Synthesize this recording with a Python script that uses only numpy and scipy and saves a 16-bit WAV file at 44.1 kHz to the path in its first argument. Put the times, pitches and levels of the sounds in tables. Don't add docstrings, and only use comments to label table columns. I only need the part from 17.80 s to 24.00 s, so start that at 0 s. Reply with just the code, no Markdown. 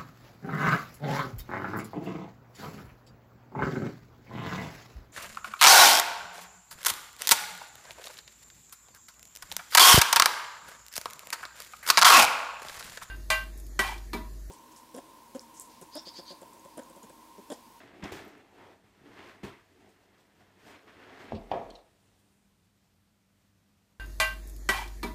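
import sys
import numpy as np
from scipy import signal
from scipy.io import wavfile

SR = 44100
rng = np.random.default_rng(int(sys.argv[2]) if len(sys.argv) > 2 else 0)


def wav_record(signal):
    frames = np.transpose(np.atleast_2d(signal))
    bounded = np.clip(frames, -1, 1)
    quanta = np.round(bounded * 32767).astype(np.int16)
    wavfile.write(sys.argv[1], SR, quanta)


def gain_from_db(level_db):
    decades = np.asarray(level_db, float) / 20
    return 10 ** decades


N = 273331

# pitch_hz, width_hz, level_db
BAG_RESONANCES = [(105.5, 39, -6), (206, 40.7, -3), (286, 30, 1), (362, 32.7, 1), (444.6, 37, -1.5)]
# pitch_hz, level_db (per Hz)
CRUNCH_COLOUR = [(900, 2), (1200, -1), (1800, 1), (2800, -6.5), (3700, -12), (6000, -22), (12000, -33),
                 (16500, -51.5)]
# pitch_hz, level_db (per Hz)
HISS_COLOUR = [(2500, 0.5), (4000, -1.5), (6500, -5.5), (9000, -9.5), (10800, -14.5), (12500, -11.5),
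               (15000, -12.5), (16500, -11)]
# pitch_hz, level_db (per Hz)
DRAG_COLOUR = [(380, -9.5), (460, -3.5), (700, 3), (1000, -4), (1300, -10.5)]
# start_s, push_db, crunch_db (re push), hiss_db (re push), weight_db
STAMPS = [(0.222, -39.5, -3, -32, -43), (0.233, -31.5, -9, -16, -42), (0.317, -36, -8.5, -4, -40.5),
          (0.35, -37.5, -13, -20, -65), (1.035, -60.5, -6, -14.5, -60), (1.207, -55, -14, -27, -55.5),
          (1.631, -30.5, -10, -14.5, -36), (2.071, -65, -23, -15, -71), (2.375, -65.5, -3, 0.5, -63),
          (2.597, -60, -2, -19, -60), (2.861, -45, -10, -19, -73), (3.065, -47, -7.5, -25, -70)]
# pitch_hz, level_db, t60_s
WEIGHT_MODES = [(60, -20, 0.35), (94, -10, 0.21), (133.4, -8, 0.29), (202.8, 0, 0.22)]
# full_s, hold_s, crunch_db, climb_s (last 20 dB), depth_db (bag body re crunch)
LEANS = [(0.0, 0.024, -56, .05, 1), (0.056, .15, -62.5, -1.3, 4), (0.361, 0.036, -56, 0.3, 9.5),
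         (0.453, 0.046, -59, 0.5, 3.5), (0.546, 0.058, -62, .1, 4), (0.798, 0.031, -58.5, 0.12, 1.5),
         (0.853, 0.056, -63, -0.45, 2.5), (1.267, 0.15, -64.5, .1, 7.5), (1.378, .12, -54, 0.15, -6),
         (1.697, 0.026, -65, 1, 1), (2.052, 0.011, -66, 0.24, 8.5), (2.393, 0.025, -70.5, 0.7, -2),
         (2.607, 0.017, -67.5, 0.13, 2), (2.875, 0.085, -57, 0.16, -3.5), (3.268, 0.062, -55, 0.37, -2.5),
         (3.405, 0.12, -53, 0.24, -3.5), (3.744, 0.058, -56, 0.11, 6), (3.856, 0.051, -66, 0.56, 14.5),
         (4.22, 0.24, -82.5, -7, 5)]
# full_s, hold_s, hiss_db, climb_s (last 20 dB), drag_db (re hiss)
RUBS = [(.01, 0.032, -70, 4.5, 3.5), (.36, .04, -62, -0.06, -10), (.45, 0.05, -68, 0.5, 7),
        (0.77, 0.15, -75, 0.19, 14.5), (1.505, .01, -68, 0.5, 3), (2.095, .03, -76, 1.8, -1.5),
        (2.23, .02, -76, .1, 5.5), (2.40, .01, -73.5, -0.4, -6), (2.603, 0.0092, -74, .1, -3),
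        (2.873, 0.041, -63, 0.11, -3), (3.114, .01, -75, 1.2, -4), (3.426, 0.022, -68.5, 0.28, 9.5),
        (3.713, 0.037, -74.5, 0.5, 8), (3.944, 0.019, -71.5, 1.4, 14.5), (4.2, 0.28, -79.5, 1.3, -2.5)]
# full_s, hold_s, level_db, climb_s (last 20 dB)
FIDGET = (0.0, 4, -74, .1)
# full_s, hold_s, level_db, climb_s (last 20 dB)
TRICKLE = (3.6, 1.0, -82, .9)
# start_s, level_db (rms), low_hz, high_hz, length_s
SNAPS = [(0.2245, -44, 300, 3000, .005), (0.2385, -47, 2500, 7000, .007), (0.3213, -40, 800, 3000, .003),
         (0.3215, -47, 3000, 15000, .004), (0.578, -68, 4000, 13000, .004), (2.09, -74, 5000, 10000, .03),
         (.443, -67, 12000, 15300, .014), (.477, -66, 11000, 15300, .012), (3.548, -56, 2400, 4900, .03),
         (3.9022, -57, 2800, 9500, .004), (3.549, -66, 4900, 8500, .008), (3.95, -65, 2500, 6200, .022),
         (3.985, -70, 3400, 4500, .03), (4.39, -75, 3000, 15000, .022)]
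# start_s, peak_db, pitch_hz, width_hz
SLAPS = [
    (0.2335, -31, 230, 160),
    (0.3218, -29, 520, 600),
]
# start_s, peak_db, knock_hz, width_hz, crack_db (rms)
LANDINGS = [
    (3.509, -42, 750, 500, -70),
    (3.5213, -21.5, 720, 340, -56),
    (3.7153, -17.8, 770, 170, -40),
]
# pitch_hz, level_db, t60_s
HIP_MODES = [(93.6, -39.5, 0.16), (124.1, -35.5, 0.13), (165.2, -39.5, 0.257), (212.6, -34, 0.31),
             (308, -37, 0.1), (403, -39, 0.11), (647, -45, 0.332)]
# pitch_hz, level_db, t60_s
SHOULDER_MODES = [(215, -41, .35), (312, -41, .2), (533, -44, .45), (565, -44, .45), (655, -40, .55),
                  (684, -38, .55), (781, -43, .35), (948, -41, .36), (1095, -42, .32), (1250, -47, .35),
                  (1690, -47, .33), (2400, -50, .45), (1450, -51, .25), (3200, -51, .28)]
# delay_s, level_db
ECHOES = [(.0092, 1), (.0163, -7), (.033, -5), (.049, -4), (.059, -7)]
# full_s, hold_s, level_db, climb_s (last 20 dB)
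SWAYS = [
    (3.51, .15, -54, -0.57),
    (3.87, 0.037, -56.5, 0.07),
]
# start_s, peak_db, ring_hz (main ring)
TAG_TICKS = [(3.6132, -56, 3630), (3.902, -49, 3180), (3.9062, -43, 4220), (3.914, -48, 3220),
             (3.9542, -43, 3960), (3.958, -46, 4070), (3.962, -48, 3770)]
# ratio (multiple of main ring), level_db, t60_s
TAG_MODES = [(1.0, -4, .022), (1.06, -8, .018), (1.36, -14, .012), (.78, -12, .014)]
# pitch_hz, level_db (rms)
HUM = [(96.8, -77), (198.6, -78), (173, -86), (294, -91.5)]
# pitch_hz, level_db (per Hz)
AIR_COLOUR = [(20, -33), (45, -4.5), (200, -6.5), (400, -15.5), (1000, -18.5), (4000, -24), (10000, -28),
              (16500, -33.5)]
# pitch_hz, t60_s
ROOM_T60 = [(100, 0.12), (600, 0.6), (2000, 0.15), (6000, 0.25), (14000, 0.1514)]

LEAN_RELEASE_DB_PER_S, RUB_RELEASE_DB_PER_S, FIDGET_FADE_DB_PER_S = 170.5, 195, 35
DRAG_RE_CRUNCH_DB, DRAG_SHARE_OF_DEPTH = -4, 0.45
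FIDGET_BODY_DB, FIDGET_DRAG_DB, FIDGET_HISS_DB = -1, -8, -11.5
SETTLE_T60_S = 0.31
SENT_DB = -8
SENT_LOSS_DB = 5
SWAY_HZ, SWAY_LOADED_HZ, SWAY_RELAX_S, SWAY_FADE_DB_PER_S = 41.0, 46.9, .04, 150
BOARD_RING_S = .05
BOARD_RING_CYCLES = 55
ROLL_DB, BLOW_DB = -2.5, -1
HUM_WANDER_RAD, AIR_DB = 1.2, -71.5
MIC_NOTCH_HZ, MIC_NOTCH_SHARE = 10400, .45


def rms_one(x):
    return x / np.sqrt(np.mean(x ** 2) + 1e-20)


def at_hz(points, hz):
    table = np.array(points)
    return np.interp(np.log(hz), np.log(table[:, 0]), table[:, 1])


def band_pass(x, low_hz, high_hz, order=2):
    return signal.sosfilt(signal.butter(order, [low_hz, high_hz], "band", fs=SR, output="sos"), x)


def drift(rate):
    r = np.exp(-80 * np.pi * rate / SR)
    noise = rng.standard_normal(N // 40 + 2002)
    slow = signal.lfilter([1], [1, -2 * r, r * r], noise)[2000:]
    return np.interp(np.arange(N) / 40, np.arange(len(slow)), rms_one(slow))


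def ring(clicks, hz, t60):
    r = gain_from_db(-60 / (t60 * SR))
    w = 2 * np.pi * min(hz, .45 * SR) / SR
    return signal.lfilter([0, np.sin(w)], [1, -2 * r * np.cos(w), r * r], clicks + 1e-18)


def click(s, db):
    out = np.zeros(N)
    out[round(s * SR)] = gain_from_db(db)
    return out


def knock(s, db, hz, width):
    t60 = np.log(1000) / (np.pi * width)
    once = ring(click(s, 0), hz, t60)
    twice = -ring(once, hz, t60 / 2)
    return gain_from_db(db) * twice / np.abs(twice).max()


def puff(s, db, low_hz, high_hz, length):
    out, t, at = np.zeros(N), np.arange(4000) / SR, round(s * SR)
    noise = band_pass(rng.standard_normal(4000), low_hz, high_hz, order=4)
    shape = np.minimum(t / .0008, 1) * np.exp(-(t / length) ** 2)
    out[at:at + 4000] = gain_from_db(db) * rms_one(noise) * shape
    return out


def grains(per_s, spread_db):
    sizes = gain_from_db(spread_db * np.minimum(rng.exponential(1, N), 5)) * rng.choice([-1, 1], N)
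    return rms_one(sizes * (rng.random(N) < per_s / SR))


def coloured(sources, spectrum, patchy_db):
    low_hz, top_hz = spectrum[0][0], min(spectrum[-1][0], .4 * SR)
    edges = np.geomspace(low_hz, top_hz, round(3 * np.log2(top_hz / low_hz)) + 1)
    out, together = 0, drift(11)
    for k, (low, high) in enumerate(zip(edges, edges[1:])):
        band = band_pass(sources[k % 2], low, high)
        flicker_db = patchy_db * (1.12 * together + drift(8.84))
        out = out + band * gain_from_db(at_hz(spectrum, np.sqrt(low * high)) + flicker_db)
    return rms_one(out)


def swells(rows, release_db_per_s):
    t, power = np.arange(0, N + 32, 32) / SR, 0
    for s, hold, db, climb in rows:
        early = np.maximum(s - t, 0)
        late = np.maximum(t - s - max(hold, 0), 0)
        power = power + gain_from_db(db - 20 * early / max(climb, .01) - release_db_per_s * late) ** 2
    return np.interp(np.arange(N) / SR, t, power)


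def bean_bag():
    slips = [grains(3000, 2.07), grains(3000, 2.7)]
    body = rms_one(bag_body(grains(1200, 2.8)))
    drag = coloured(slips, DRAG_COLOUR, patchy_db=.7)
    crunch = coloured(slips, CRUNCH_COLOUR, patchy_db=.9)
    hiss = coloured([grains(12000, 2.5), grains(12000, 2.5)], HISS_COLOUR, patchy_db=.5)
    trickle = coloured(slips, [(7000, -4), (8500, 0), (10200, -3)], patchy_db=.5)

    rubbing = swells([row[:4] for row in RUBS], RUB_RELEASE_DB_PER_S)
    rubbing = rubbing + gain_from_db(FIDGET_HISS_DB) ** 2 * swells([FIDGET], FIDGET_FADE_DB_PER_S)
    drag_rows = [(s, hold, db + drag_db, climb) for s, hold, db, climb, drag_db in RUBS]
    dragging = swells(drag_rows, RUB_RELEASE_DB_PER_S)
    dragging = dragging + leaning(DRAG_RE_CRUNCH_DB, DRAG_SHARE_OF_DEPTH, FIDGET_DRAG_DB)

    out = body * np.sqrt(leaning(0, 0.72, FIDGET_BODY_DB) + gain_from_db(-10) ** 2 * stamp_swell(1, pace=0.91))
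    out += drag * np.sqrt(dragging + gain_from_db(-5.5) ** 2 * stamp_swell(2, pace=0.97))
    out += crunch * np.sqrt(leaning(0, 0, 0) + gain_from_db(-4.5) ** 2 * stamp_swell(2, pace=1.63))
    out += hiss * np.sqrt(rubbing + gain_from_db(-8) ** 2 * stamp_swell(3, pace=1.0))
    out += trickle * np.sqrt(swells([TRICKLE], 45))
    return out + paw_weight()


def bag_body(drive):
    out = 0
    for k, (hz, width, db) in enumerate(BAG_RESONANCES):
        t60 = np.log(1000) / (np.pi * width)
        out = out + (-1) ** k * gain_from_db(db) * np.sqrt(width) * ring(drive, hz, t60)
    return out


def leaning(offset_db, depth_share, fidget_db):
    rows = [(s, hold, db + offset_db + depth_share * depth, climb) for s, hold, db, climb, depth in LEANS]
    fidgeting = gain_from_db(fidget_db) ** 2 * swells([FIDGET], FIDGET_FADE_DB_PER_S)
    return swells(rows, LEAN_RELEASE_DB_PER_S) + fidgeting


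def stamp_swell(column, pace):
    power = np.zeros(N)
    after = np.arange(SR) / SR
    rise = 1 - np.exp(-after / 0.0043)
    for row in STAMPS:
        at = round(row[0] * SR)
        db = row[1] + (row[column] if column > 1 else 0)
        power[at:at + SR] += (rise * gain_from_db(db - 60 * after / (SETTLE_T60_S * pace))) ** 2
    return power


def paw_weight():
    hits = sum(click(row[0], row[4]) for row in STAMPS)
    pushes = signal.oaconvolve(hits, signal.windows.hann(170) / 85)[:N]
    return sum((-1) ** k * gain_from_db(db) * ring(pushes, hz, t60) for k, (hz, db, t60) in enumerate(WEIGHT_MODES))


def snaps():
    return sum(puff(*row) for row in SNAPS) + sum(knock(*row) for row in SLAPS)


def landings():
    knocks, cracks, sent = 0, 0, 0
    for s, db, hz, width, crack_db in LANDINGS:
        knocks = knocks + knock(s, db, hz, width)
        cracks = cracks + puff(s - .0012, crack_db, 900, 3900, .008)
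        sent_db = db + SENT_DB - SENT_LOSS_DB * np.log2(width / 170)
        sent = sent + knock(s, sent_db, .92 * hz, 1.6 * width)
    echoes = sum(gain_from_db(db) * np.roll(sent, round(delay * SR)) for delay, db in ECHOES)
    wood = boards()
    to_room = gain_from_db(3) * sent + gain_from_db(-7.0) * cracks + gain_from_db(-13.5) * wood
    return knocks + cracks + echoes + wood, to_room


def boards():
    out, t = np.zeros(N), np.arange(SR) / SR
    for (s, *rest), modes in zip(LANDINGS[1:], (HIP_MODES, SHOULDER_MODES)):
        for hz, db, t60 in modes:
            at = round((s + 0.1232 / np.sqrt(hz)) * SR)
            damped = min(BOARD_RING_S, BOARD_RING_CYCLES / hz)
            even_out = np.sqrt(2 * np.log(1000) / (damped * SR))
            feed = rng.standard_normal(SR) * gain_from_db(ROLL_DB - 60 * t / t60) * even_out
            blow = signal.windows.hann(round(.45 * SR / hz) + 3)
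            feed[:len(blow)] += gain_from_db(BLOW_DB) * blow * hz / (.15 * SR)
            out[at:at + SR] += gain_from_db(db) * ring(feed, hz, damped)
    return out


def joists():
    after = np.maximum(np.arange(N) / SR - SWAYS[0][0], 0)
    hz = SWAY_HZ + (SWAY_LOADED_HZ - SWAY_HZ) * np.exp(-after / SWAY_RELAX_S)
    strength = np.sqrt(2 * swells(SWAYS, SWAY_FADE_DB_PER_S))
    return strength * np.sin(2 * np.pi * np.cumsum(hz) / SR)


def collar_tag():
    out = 0
    luck_db = rng.normal(0, 1.4, (len(TAG_TICKS), len(TAG_MODES)))
    for (s, db, hz), row in zip(TAG_TICKS, luck_db):
        for (ratio, mode_db, t60), luck in zip(TAG_MODES, row):
            out = out + ring(click(s, db + mode_db + luck), hz * ratio, t60)
    return band_pass(out, 2600, 6500)


def room(x):
    t = np.arange(SR) / SR
    tail, edges = 0, 40 * 2 ** np.arange(0, 9.1)
    for low, high in zip(edges, edges[1:]):
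        band = band_pass(rng.standard_normal(SR), low, high)
        tail = tail + band * gain_from_db(-60 * t / at_hz(ROOM_T60, np.sqrt(low * high)))
    tail = tail * np.clip((t - .006) / 0.015, 0, 1)
    return signal.fftconvolve(x, tail / np.sqrt(np.sum(tail ** 2)))[:N]


def background():
    t, hum = np.arange(N) / SR, 0
    for hz, db in HUM:
        strength = np.sqrt(2) * gain_from_db(db + 2.9 * drift(3.0))
        hum = hum + strength * np.sin(2 * np.pi * hz * t + HUM_WANDER_RAD * drift(5.0))
    air = coloured(rng.standard_normal((2, N)), AIR_COLOUR, patchy_db=0.62)
    return hum + gain_from_db(AIR_DB) * air


def scene():
    bag = bean_bag()
    fall, fall_sent = landings()
    small = collar_tag() + snaps()
    wet = room(gain_from_db(-18) * bag + fall_sent + gain_from_db(-15) * small)
    return (bag + fall + small + wet + joists() + background())[None]


def band_limit(x):
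    return signal.sosfilt(signal.butter(12, 15630, fs=SR, output="sos"), x)


def record(dry):
    x = signal.sosfilt(signal.butter(3, 30, "high", fs=SR, output="sos"), dry)
    x = x - MIC_NOTCH_SHARE * signal.lfilter(*signal.iirpeak(MIC_NOTCH_HZ, 14, fs=SR), x)
    x = signal.sosfilt(signal.cheby2(20, 50, 15580, fs=SR, output="sos"), x)
    return band_limit(x)


dry = scene()
out = record(dry)
wav_record(out)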